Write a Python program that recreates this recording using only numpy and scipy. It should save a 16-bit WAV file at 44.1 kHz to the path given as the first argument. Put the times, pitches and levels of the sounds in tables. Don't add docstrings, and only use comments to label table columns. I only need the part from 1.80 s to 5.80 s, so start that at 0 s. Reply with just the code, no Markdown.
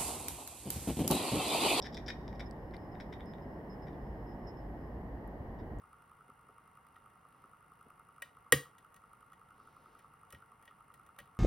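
import sys
import numpy as np
from scipy import signal
from scipy.fft import rfft, irfft
from scipy.io import wavfile
from scipy.ndimage import uniform_filter1d

SR = 44100
rng = np.random.default_rng(int(sys.argv[2]) if len(sys.argv) > 2 else 0)


def transcribe(u):
    v = np.clip(np.atleast_2d(u).T, -1, 1)
    q = np.round(v * 32767).astype(np.int16)
    wavfile.write(sys.argv[1], SR, q)


N = 176400


def undb(db):
    return 10 ** (np.asarray(db) / 20)


def unit(x):
    return x / np.sqrt(np.mean(x ** 2) + 1e-20)


def pan(db):
    return undb(np.array([[db], [-db]]) / 2)


def curve(points):
    return np.interp(np.arange(N) / SR, *np.array(points).T)


def colour(x, points):
    n = x.shape[-1]
    hz, db = np.array(points, float).T
    gain_db = np.interp(np.log(np.fft.rfftfreq(n, 1 / SR) + 1), np.log(hz), db)
    cepstrum = irfft(np.log(undb(gain_db)), n)
    cepstrum[1:n // 2] *= 2
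    cepstrum[n // 2 + 1:] = 0
    return irfft(rfft(x) * np.exp(rfft(cepstrum)), n)


def wander(turns_per_s):
    step = max(int(SR / turns_per_s), 2)
    stairs = np.repeat(rng.standard_normal(N // step + 1), step)
    return unit(uniform_filter1d(stairs, step)[:N])


def tone(pitch_hz):
    return np.sqrt(2) * np.sin(2 * np.pi * np.cumsum(pitch_hz) / SR)


def add(out, start_s, x):
    i = max(int(start_s * SR), 0)
    n = max(min(x.shape[-1], N - i), 0)
    out[..., i:i + n] += x[..., :n]


# pitch_hz, gain_db
TRAFFIC_COLOUR = [(20, -19.5), (36, -12.5), (51, -0.5), (78, -7.5), (180, -7), (300, -9.5), (520, -15),
                  (850, -17), (1100, -23.5), (1350, -34), (1900, -30.5), (2300, -45), (2600, -51.5),
                  (2900, -45), (3600, -57.5), (5000, -57), (7000, -67.5), (9500, -63.5), (12000, -56.5),
                  (15500, -61.5)]
# pitch_hz, gain_db
TRAFFIC_WIDTH = [(30, -17), (125, -24.5), (250, -16.5), (600, -10), (1100, -6.5), (2000, 3.5), (4000, -1.5),
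                 (12000, 1)]
# time_s, level_db
TRAFFIC_LEVEL = [(0, -45), (1, -45.5), (1.9, -45), (2.3, -45), (3.0, -45.5), (3.8, -45.5)]
# time_s, gain_db
BASS_SWELL = [(0, -1.5), (.3, 1.5), (.7, 1.5), (1.9, -3.5), (2.3, 4), (2.7, 1.5), (3.25, 5), (3.5, 0.5),
              (3.9, 9)]
BASS_HZ, BACKGROUND_PAN_DB = 85, -0.5

def traffic():
    shared, side = colour(rng.standard_normal((2, N)), TRAFFIC_COLOUR)
    spread = colour(side, TRAFFIC_WIDTH) * np.array([[1], [-1]])
    rumble = (shared + spread) / np.std(shared)
    bass = signal.sosfiltfilt(signal.butter(2, BASS_HZ, fs=SR, output="sos"), rumble)
    swell = bass * (undb(curve(BASS_SWELL)) - 1)
    return (rumble + swell) * undb(curve(TRAFFIC_LEVEL)) * pan(BACKGROUND_PAN_DB)


# pitch_hz, level_db
HUM_TONES = [(52, -59), (727, -66.5), (1890, -75)]

def hum(wobble_db=2, pitch_drift=0.004965):
    out = np.zeros(N)
    for pitch_hz, level_db in HUM_TONES:
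        loudness = undb(level_db + wobble_db * wander(4.96))
        out += loudness * tone(pitch_hz * (1 + pitch_drift * wander(25)))
    return out * pan(BACKGROUND_PAN_DB)


def tint(x, body_db, sizzle_db):
    body_hz, middle_hz, sizzle_hz, air_hz = 2140, 3560, 5400, 9100
    return colour(x, [(body_hz, body_db), (middle_hz, 0), (sizzle_hz, sizzle_db), (air_hz, 0)])


# start_s, length_s, level_db, body_db, sizzle_db
BURSTS = [(0.018, 0.013, -58, -9, 6.5), (0.041, 0.0065, -60, 9.5, 5), (0.048, 0.026, -55, 4, 0.5),
          (0.124, 0.021, -65.5, -5, 4), (0.144, 0.0091, -52, -10, 1), (0.168, 0.012, -54, 0, 2),
          (0.184, 0.018, -71, -8, -5), (0.262, 0.016, -62.5, 0, 8), (0.277, 0.018, -50, 4, 1),
          (0.299, 0.01, -51, 11, 2.5), (0.41, 0.0091, -77, 0, -2), (0.549, 0.012, -76, 8, 7),
          (0.595, 0.017, -54.5, 4.5, -2.5), (0.936, 0.012, -64.5, 12, -5), (1.148, 0.0083, -71.5, 12, -5),
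          (1.2, 0.012, -58, 7, -5), (1.214, 0.012, -71, 6, -5), (1.324, 0.016, -61, 7, -5),
          (1.393, 0.017, -68, 6, -24), (2.068, 0.022, -73, 11, -3), (2.13, 0.025, -83, 7, -6),
          (3.787, 0.027, -80.5, 8, 3)]

def spark_bursts(sparks_per_s=1500, scatter_db=0.5, fade_s=0.001994, boost_db=10):
    out = np.zeros(N)
    t = np.arange(4096) / SR
    for start_s, length_s, level_db, body_db, sizzle_db in BURSTS:
        fade = np.clip(np.minimum(t, length_s + fade_s - t) / fade_s, 0, 1)
        fires = rng.random(len(t)) < sparks_per_s / SR
        size = undb(scatter_db * rng.standard_normal(len(t)))
        push_or_pull = np.sign(rng.standard_normal(len(t)))
        swarm = unit(fade * fires * size * push_or_pull) * np.sqrt(length_s / t[-1])
        add(out, start_s - fade_s / 2, tint(swarm, body_db, sizzle_db) * undb(level_db + boost_db))
    return out


# start_s, level_db, body_db, sizzle_db
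SNAPS = [(0.0255, -55.5, -13, 19), (0.152, -48, -17, -12), (0.176, -51, 3, -1), (0.201, -62, -10, 1),
         (0.2847, -49, 10, 10), (0.3015, -52.5, 7.5, -1), (0.48, -54, 3, 5), (0.529, -64.5, 13, 3),
         (0.6056, -56, 7, -5), (0.612, -60, 8, 2), (0.9449, -58, 11, -5), (1.21, -59, 9, 4),
         (1.328, -60, 9, -5), (1.4073, -52, 0, -20), (1.5368, -55, -2, -13), (1.584, -67, 9, -9),
         (2.083, -67, 6, -5), (2.131, -69, 2, -6)]

def spark_snaps(energy_s=0.0032, boost_db=5.5):
    out = np.zeros(N)
    click = np.zeros(4096)
    click[0] = np.sqrt(energy_s * SR)
    for start_s, level_db, body_db, sizzle_db in SNAPS:
        add(out, start_s, tint(click, body_db, sizzle_db) * undb(level_db + boost_db))
    return out


# pitch_hz, gain_db
SPARK_COLOUR = [(600, -24), (1200, -17), (1500, 0), (1900, 2.5), (2400, -0.5), (2700, -13.5), (3150, -2.5),
                (3750, 6), (4250, -13), (4750, -1.5), (5450, 1), (6100, -16), (7600, -22), (11000, -28),
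                (16000, -34)]

def arc():
    return colour(spark_bursts() + spark_snaps(), SPARK_COLOUR)


def echo(x, decay_s, delay_s):
    t = np.arange(SR) / SR
    tail = rng.standard_normal((2, SR)) * np.exp(-np.log(1000) * t / decay_s) * (t >= delay_s)
    return signal.fftconvolve(x[None], unit(tail) / np.sqrt(SR), axes=1)[:, :N]


def platform(sparks, delay_s=0.0053):
    direct = sparks * pan(2.5)
    near = 0.27 * echo(sparks, decay_s=0.0066, delay_s=0)
    shelter = undb(-4.5) * echo(sparks, decay_s=0.15, delay_s=delay_s)
    surroundings = undb(-15.5) * echo(sparks, decay_s=0.89, delay_s=delay_s)
    return direct + near + shelter + surroundings


# start_s, length_s, level_db, pitch_hz
WHISTLE_FLARES = [(.655, .035, -61, 5190), (1.113, 0.043, -73, 5180), (1.458, 0.086, -70, 5160),
                  (1.616, 0.034, -71.5, 5150), (1.893, 0.07, -68, 5175), (2.016, 0.053, -70, 5160),
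                  (2.464, 0.096, -75, 5200), (2.667, 0.053, -62.5, 5170), (2.664, .06, -68, 5400),
                  (2.766, 0.051, -73, 5250)]
FLARE_GAIN_DB, FLARE_WAVER_HZ, FLARE_RISE_S, FLARE_FALL_S = -2.5, 28.1, 0.0073, 0.03

def whistle(faint_hz=5190, faint_db=-89, end_s=3.33):
    t = np.arange(N) / SR
    fade_out = np.clip((end_s - t) * 2, 0, 1)
    wavering_hz = faint_hz + 35 * wander(6) + 60 * wander(150)
    out = tone(wavering_hz) * undb(faint_db + 2.7 * wander(13)) * fade_out
    for start_s, length_s, level_db, pitch_hz in WHISTLE_FLARES:
        rise = np.clip((t - start_s) / FLARE_RISE_S, 0, 1)
        fall = np.clip((start_s + length_s - t) / FLARE_FALL_S, 0, 1)
        flare = tone(pitch_hz + FLARE_WAVER_HZ * wander(150))
        out += flare * rise * fall * undb(level_db + FLARE_GAIN_DB)
    return out * pan(-9.5)


# start_s, level_db, low_ring_hz, high_ring_hz, high_ring_db, left_over_right_db
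TICKS = [(0.7106, -56.5, 4830, 8000, -4.5, -9), (.9105, -69, 4300, 8500, -12, 0),
         (.9668, -55.5, 4500, 9450, -12.5, 6), (1.4585, -71, 5430, 9600, 2, -8),
         (3.477, -71.5, 10700, 11700, 7, -6), (3.9866, -70, 7400, 8700, 4.5, -5)]

def ticks(decay_s=0.0043, boost_db=4):
    out = np.zeros((2, N))
    t = np.arange(1024) / SR
    for start_s, level_db, low_hz, high_hz, high_db, pan_db in TICKS:
        crack = rng.standard_normal(len(t)) * np.exp(-np.log(1000) * t / decay_s)
        low_ring, high_ring = (unit(colour(crack, [(hz / 1.67, -30), (hz, 0), (hz * 1.52, -30)]))
                               for hz in (low_hz, high_hz))
        click = (low_ring + undb(high_db) * high_ring) * np.sqrt(decay_s / t[-1] / 10)
        add(out, start_s, click * undb(level_db + boost_db) * pan(pan_db))
    return out


def scene():
    return platform(arc()) + ticks() + whistle() + traffic() + hum()


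def record(dry):
    top_hz = 15750
    return signal.sosfilt(signal.ellip(10, .2, 70, top_hz, fs=SR, output="sos"), dry)


dry = scene()
out = record(dry)
transcribe(out)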